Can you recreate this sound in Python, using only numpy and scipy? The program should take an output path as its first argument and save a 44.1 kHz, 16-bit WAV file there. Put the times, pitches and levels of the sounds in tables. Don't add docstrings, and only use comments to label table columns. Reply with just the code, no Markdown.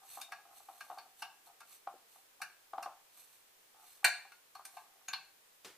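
import sys
import numpy as np
from scipy import signal
from scipy.fft import rfft, irfft
from scipy.io import wavfile
from scipy.ndimage import uniform_filter1d

SR = 44100
rng = np.random.default_rng(int(sys.argv[2]) if len(sys.argv) > 2 else 0)


def transcribe(signal):
    frames = np.atleast_2d(signal).T
    limited = np.clip(frames, -1, 1)
    pcm = np.round(limited * 32767).astype(np.int16)
    wavfile.write(sys.argv[1], SR, pcm)


N = 254456
T = np.arange(SR // 2) / SR

# mode in Hz, t60 in seconds, energy in dB.
BODY_MODES = [(340, 0.025, -19), (722, 0.12, -12), (785, 0.05, 0), (870, 0.03, -13), (1060, 0.03, -8),
              (1190, 0.03, -8), (2550, 0.01, -24)]
# mode in Hz, t60 in seconds, energy in dB.
SHELL_MODES = [(722, 0.2, -9), (785, 0.06, -3), (900, 0.045, -4), (1150, 0.03, -3), (1560, 0.07, -4),
               (1625, 0.08, -5), (2220, 0.04, -8), (2410, 0.06, -4), (2620, 0.04, -4), (2830, 0.06, -8),
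               (3630, 0.07, -8), (4140, 0.06, -7), (4330, 0.06, -3), (5210, 0.07, -14), (5980, 0.06, -19),
               (6400, 0.04, -17), (7780, 0.06, -18), (8500, 0.03, -15), (9280, 0.05, -15),
               (10700, 0.03, -19), (11500, 0.03, -21), (13300, 0.025, -23)]


def switch():
    # start in seconds, force in dB, contact time in seconds.
    impacts = [(4.0437, -0.5, 0.0001), (4.0456, 4, 0.000027), (4.0493, -4.5, 0.00003),
               (4.0526, -11.5, .000012)]
    # mode in Hz, t60 in seconds, energy in dB.
    plate_modes = [(722, .3, -11), (768, .07, -9), (1050, .015, -18), (1502, .08, -6), (1550, .06, -7),
                   (1606, .07, -4), (1661, .15, 0), (1826, .16, -13), (2118, .05, -10), (2268, .08, -9),
                   (2331, .11, -1), (2410, .08, -8), (2536, .1, -10), (2617, .08, -8), (2774, .08, -13),
                   (3631, .12, -12), (3792, .1, -15), (4265, .03, -6), (4428, .09, -4), (6020, .07, -13),
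                   (6430, .05, -23), (7780, .05, -20), (8260, .025, -10), (8550, .025, -5),
                   (9400, .02, -13), (10850, .015, -15)]
    # low edge in Hz, high edge in Hz, energy in dB.
    clack_bands = [(850, 1200, -14.5), (1315, 3000, -4), (4020, 4510, -11.5), (4610, 10200, -9.5),
                   (9750, 14100, -13)]
    out, push, start = np.zeros((2, N)), 0, impacts[0][0]
    for s, force_db, contact_s in impacts:
        grit = crack(t60=.012)
        pulse = signal.lfilter([1], [1, -np.exp(-1 / (contact_s * SR))], grit)
        push = push + undb(force_db) * np.roll(unit(pulse), int((s - start) * SR))
    drive = room(push, wall_db=-4, near_db=1, tail_db=-4)
    clack = sum(undb(db) * unit(band(drive, lo, hi, order=5)) for lo, hi, db in clack_bands)
    plate = band(resonate(drive, plate_modes) + clack, 670, 16000, order=6)
    thump = undb(-40) * unit(band(drive, 85, 190)) + undb(-31.5) * unit(band(drive, 315, 465))
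    add(out, start, unit(plate + thump) * held(db=-20.5, length_s=0.019))
    return out


def clicks():
    # time in seconds, clack level in dB, thud and tick against it in dB, the joint's ping in Hz.
    slips = [(0.2132, -46, -6, 4, 3696), (0.32, -44, 3, -8.5, 1646), (0.806, -46.5, -1.5, -6.5, 1618),
             (0.983, -51, 4, -6, 4450), (1.2207, -40, 2.5, -7, 2833), (1.604, -54, 2.5, -2, 1400),
             (2.4167, -39.5, -2.5, -3, 1593), (2.8264, -45.5, 5.5, -2, 2616),
             (4.318, -54, -5.5, -8.5, 1437), (4.551, -56, 12.5, 0, 4280), (4.6514, -50.5, -5, 5.5, 8800),
             (4.7675, -51.5, 10.5, -8, 1050), (5.0825, -38.5, -8.5, -8.5, 6680),
             (5.132, -34.5, -4.5, -13.5, 4277)]
    bands_hz = [(705, 1300), (1300, 2900), (3400, 6000), (6000, 14000)]
    ping_db, ping_cycles = 1, 150
    out = np.zeros((2, N))
    for s, db, thud_db, tick_db, ping_hz in slips:
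        drive = room(crack(t60=0.011), wall_db=6.5, near_db=9.5, tail_db=1.5)
        modes = [(hz, t60, mode_db + 2 * rng.standard_normal()) for hz, t60, mode_db in SHELL_MODES]
        bare_crack = undb(1.5) * unit(band(drive, 470, 15800, order=2))
        shell = resonate(drive, modes) + bare_crack
        clink_db = -2.5 + 0.43 * tick_db
        click = sum(undb(part_db) * unit(band(shell, lo, hi, order=4))
                    for (lo, hi), part_db in zip(bands_hz, [thud_db, 0, clink_db, tick_db]))
        ping = undb(ping_db) * resonate(band(drive, 720, 22500), [(ping_hz, ping_cycles / ping_hz, 0)])
        jolt = undb(-27.5) * unit(band(drive, 115, 290, order=2))
        add(out, s - .0005, (click + ping + jolt) * held(db, length_s=0.0039))
    return out


def knocks():
    # start in seconds, level in dB, upper against lower body modes in dB.
    pushes = [(0.172, -45.5, -9), (0.186, -51, 5), (0.602, -60, -5), (0.6861, -46.5, -16),
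              (0.8993, -42.5, -11), (0.913, -45, -10), (0.9735, -46.5, -2), (1.8716, -37.5, -4.5),
              (2.158, -60.5, -15), (2.402, -54.5, -8), (2.7334, -39.5, -3), (2.7803, -36, -21),
              (2.859, -38, -5), (4.03, -52.5, -6), (4.25, -56, -13), (4.593, -50, 10)]
    out = np.zeros((2, N))
    for s, db, upper_db in pushes:
        knock = touch(np.exp(-T / 0.0001), upper_db)
        add(out, s, unit(knock) * held(db, length_s=0.011))
    return out


def touch(push, upper_db):
    drive = room(push, wall_db=5, near_db=5, tail_db=-.5)
    modes = [(hz, t60, db + upper_db * (950 < hz < 1400)) for hz, t60, db in BODY_MODES]
    thud = resonate(drive, modes) + undb(-9) * unit(band(drive, 680, 1400))
    tick = undb(-18.5) * unit(band(drive, 1300, 4000, order=2))
    jolt = undb(-35) * unit(band(drive, 133, 260, order=2))
    return band(thud, 430, 1700, order=2) + tick + jolt


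def scuffs():
    # start in seconds, level in dB, t60 in seconds, bump against hiss in dB.
    slides = [(1.939, -66, .05, 25), (5.647, -53, 0.24, -14.5)]
    out = np.zeros((2, N))
    for s, db, t60, bump_db in slides:
        drive = room(crack(t60), wall_db=-27, near_db=-7, tail_db=-8)
        skin = unit(band(drive, 310, 4600, order=1))
        bump = undb(bump_db) * unit(band(drive, 325, 600, order=2))
        add(out, s, unit(skin + bump) * held(db, length_s=0.066))
    return out


def sleeve():
    # peak of a stroke in seconds, length in seconds, level in dB.
    strokes = [(0.143, 0.14, -52), (0.582, 0.067, -60), (0.8, 0.46, -64), (1.207, 0.054, -58.5),
               (1.474, 0.045, -63), (1.731, 0.088, -55.5), (2.153, 0.14, -63.5), (3.204, 0.12, -58.5),
               (3.346, 0.16, -66), (3.9, 0.23, -61.5), (4.76, 0.17, -63)]
    # frequency in Hz, level in dB.
    cloth = [(150, -18.5), (500, -24), (1100, -10.5), (1550, -13), (3100, -8.5), (4300, -4.5),
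             (5200, -12.5), (6000, -5.5), (7000, -7.5), (8400, -1), (9600, -7.5), (10700, -1.5),
             (13500, -1.5), (15500, -11)]
    t = np.arange(N) / SR
    shape = 1.5
    swell = sum(undb(db) * np.exp(-np.abs(2 * (t - s) / length) ** shape) for s, length, db in strokes)
    grain = uniform_filter1d(rng.standard_normal(N), size=150)
    fibres = noise(cloth, N, spacing_m=0.0192) * undb(2.4 * grain / grain.std())
    modes = [(hz, t60, np.interp(hz, *np.transpose(cloth)) + 7 * np.log10(hz))
             for hz, t60, _ in SHELL_MODES]
    shell = resonate(fibres, modes)
    body = resonate(fibres, BODY_MODES)
    rub = fibres + undb(-2) * shell / shell.std() + undb(-17) * body / body.std()
    return swell * rub / rub.std()


def fidgets():
    # start in seconds, end in seconds, level in dB.
    spells = [(0, 0.039, -62.5), (0.279, .58, -64.5), (0.732, 1.08, -68.5), (1.469, 1.51, -61.5),
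              (3.745, 3.87, -67.5), (4.682, 5.027, -73.5)]
    touches_per_s, spread_db = 110, 3
    out, t = np.zeros((2, N)), np.arange(SR) / SR
    for start, end, db in spells:
        lands = (t == 0) | ((rng.random(SR) < touches_per_s / SR) & (t < end - start))
        pushes = lands * undb(spread_db * rng.standard_normal(SR))
        add(out, start, unit(touch(pushes, upper_db=-11)) * held(db, end - start))
    return out


def room(x, wall_db, near_db, tail_db):
    # frequency in Hz, t60 in seconds.
    decay = [(150, 0.44), (700, 0.39), (2000, 0.39), (4500, 0.39), (8000, 0.35), (14000, 0.053)]
    wall_s = .00257
    diffuse = noise([(100, 0.019), (10000, 0.0091)], len(T), spacing_m=0.027)
    hz = np.fft.rfftfreq(len(T), 1 / SR)
    centres_hz, t60s = np.transpose(decay)
    shares = [np.interp(hz, centres_hz, row) for row in np.eye(len(decay))]
    tail = sum(irfft(rfft(diffuse) * share, len(T)) * fade(t60) for share, t60 in zip(shares, t60s))
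    scatter = diffuse[:, ::-1] * fade(t60=0.13)
    path = (undb(near_db) * unit(scatter) + undb(tail_db) * unit(tail)) * (T > wall_s)
    path[:, 0] += 1
    path[:, int(wall_s * SR)] += undb(wall_db)
    return signal.fftconvolve(x[None], path, axes=1)[:, :len(x)]


def hiss():
    # frequency in Hz, relative level in dB.
    colour = [(20, -11), (40, -20), (230, -13.5), (450, -3), (750, -4), (1400, -5), (2800, -6),
              (4500, -8.5), (15000, -9)]
    return undb(-64.5) * noise(colour, N, spacing_m=0.44)


def noise(colour, size, spacing_m):
    hz = np.fft.rfftfreq(size, 1 / SR)
    at_hz, db = np.transpose(colour)
    gain = undb(np.interp(np.log(hz + 1), np.log(at_hz), db))
    alike = np.sinc(2 * hz * spacing_m / 343)
    mid, side = rfft(rng.standard_normal((2, size))) * np.sqrt([1 + alike, 1 - alike])
    x = irfft(np.array([mid + side, mid - side]) * gain, size)
    return x / x.std()


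def crack(t60):
    spectrum = rfft(rng.standard_normal(len(T)) * fade(2 * t60))
    return irfft(spectrum / np.abs(spectrum), len(T)) * fade(2 * t60)


def resonate(drive, modes):
    out = 0
    for hz, t60, db in modes:
        r = np.exp(-np.log(1000) / (t60 * SR))
        ring = signal.lfilter([1, 0, -1], [1, -2 * r * np.cos(2 * np.pi * hz / SR), r * r], drive)
        out = out + undb(db) * unit(ring)
    return unit(out)


def band(x, lo_hz, hi_hz, order=3):
    sos = signal.butter(order, [lo_hz, min(hi_hz, .49 * SR)], "band", fs=SR, output="sos")
    return signal.sosfilt(sos, x)


def fade(t60):
    return np.exp(-np.log(1000) * T / t60)


def undb(db):
    return 10 ** (np.asarray(db) / 20)


def unit(x):
    return x / np.sqrt(np.mean(np.sum(x ** 2, axis=-1)))


def held(db, length_s):
    return undb(db) * np.sqrt(length_s * SR)


def add(out, s, x):
    i = int(s * SR)
    out[:, i:i + x.shape[1]] += x[:, :N - i]


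def scene():
    return switch() + knocks() + clicks() + scuffs() + sleeve() + fidgets() + hiss()


def record(dry):
    left_lag_s, top_hz = 1e-5, 15300
    hz = np.fft.rfftfreq(N, 1 / SR)
    lean_db = np.interp(hz, [200, 700, 1500, 4200, 8000], [0, 1.7, 1, 2.2, -2.8])
    left = undb(lean_db / 2) * np.exp(-2j * np.pi * hz * left_lag_s)
    right = undb(-lean_db / 2)
    pair = irfft(rfft(dry) * np.array([left, right]), N)
    return signal.sosfilt(signal.ellip(10, .2, 70, top_hz, fs=SR, output="sos"), pair)


dry = scene()
out = record(dry)
transcribe(out)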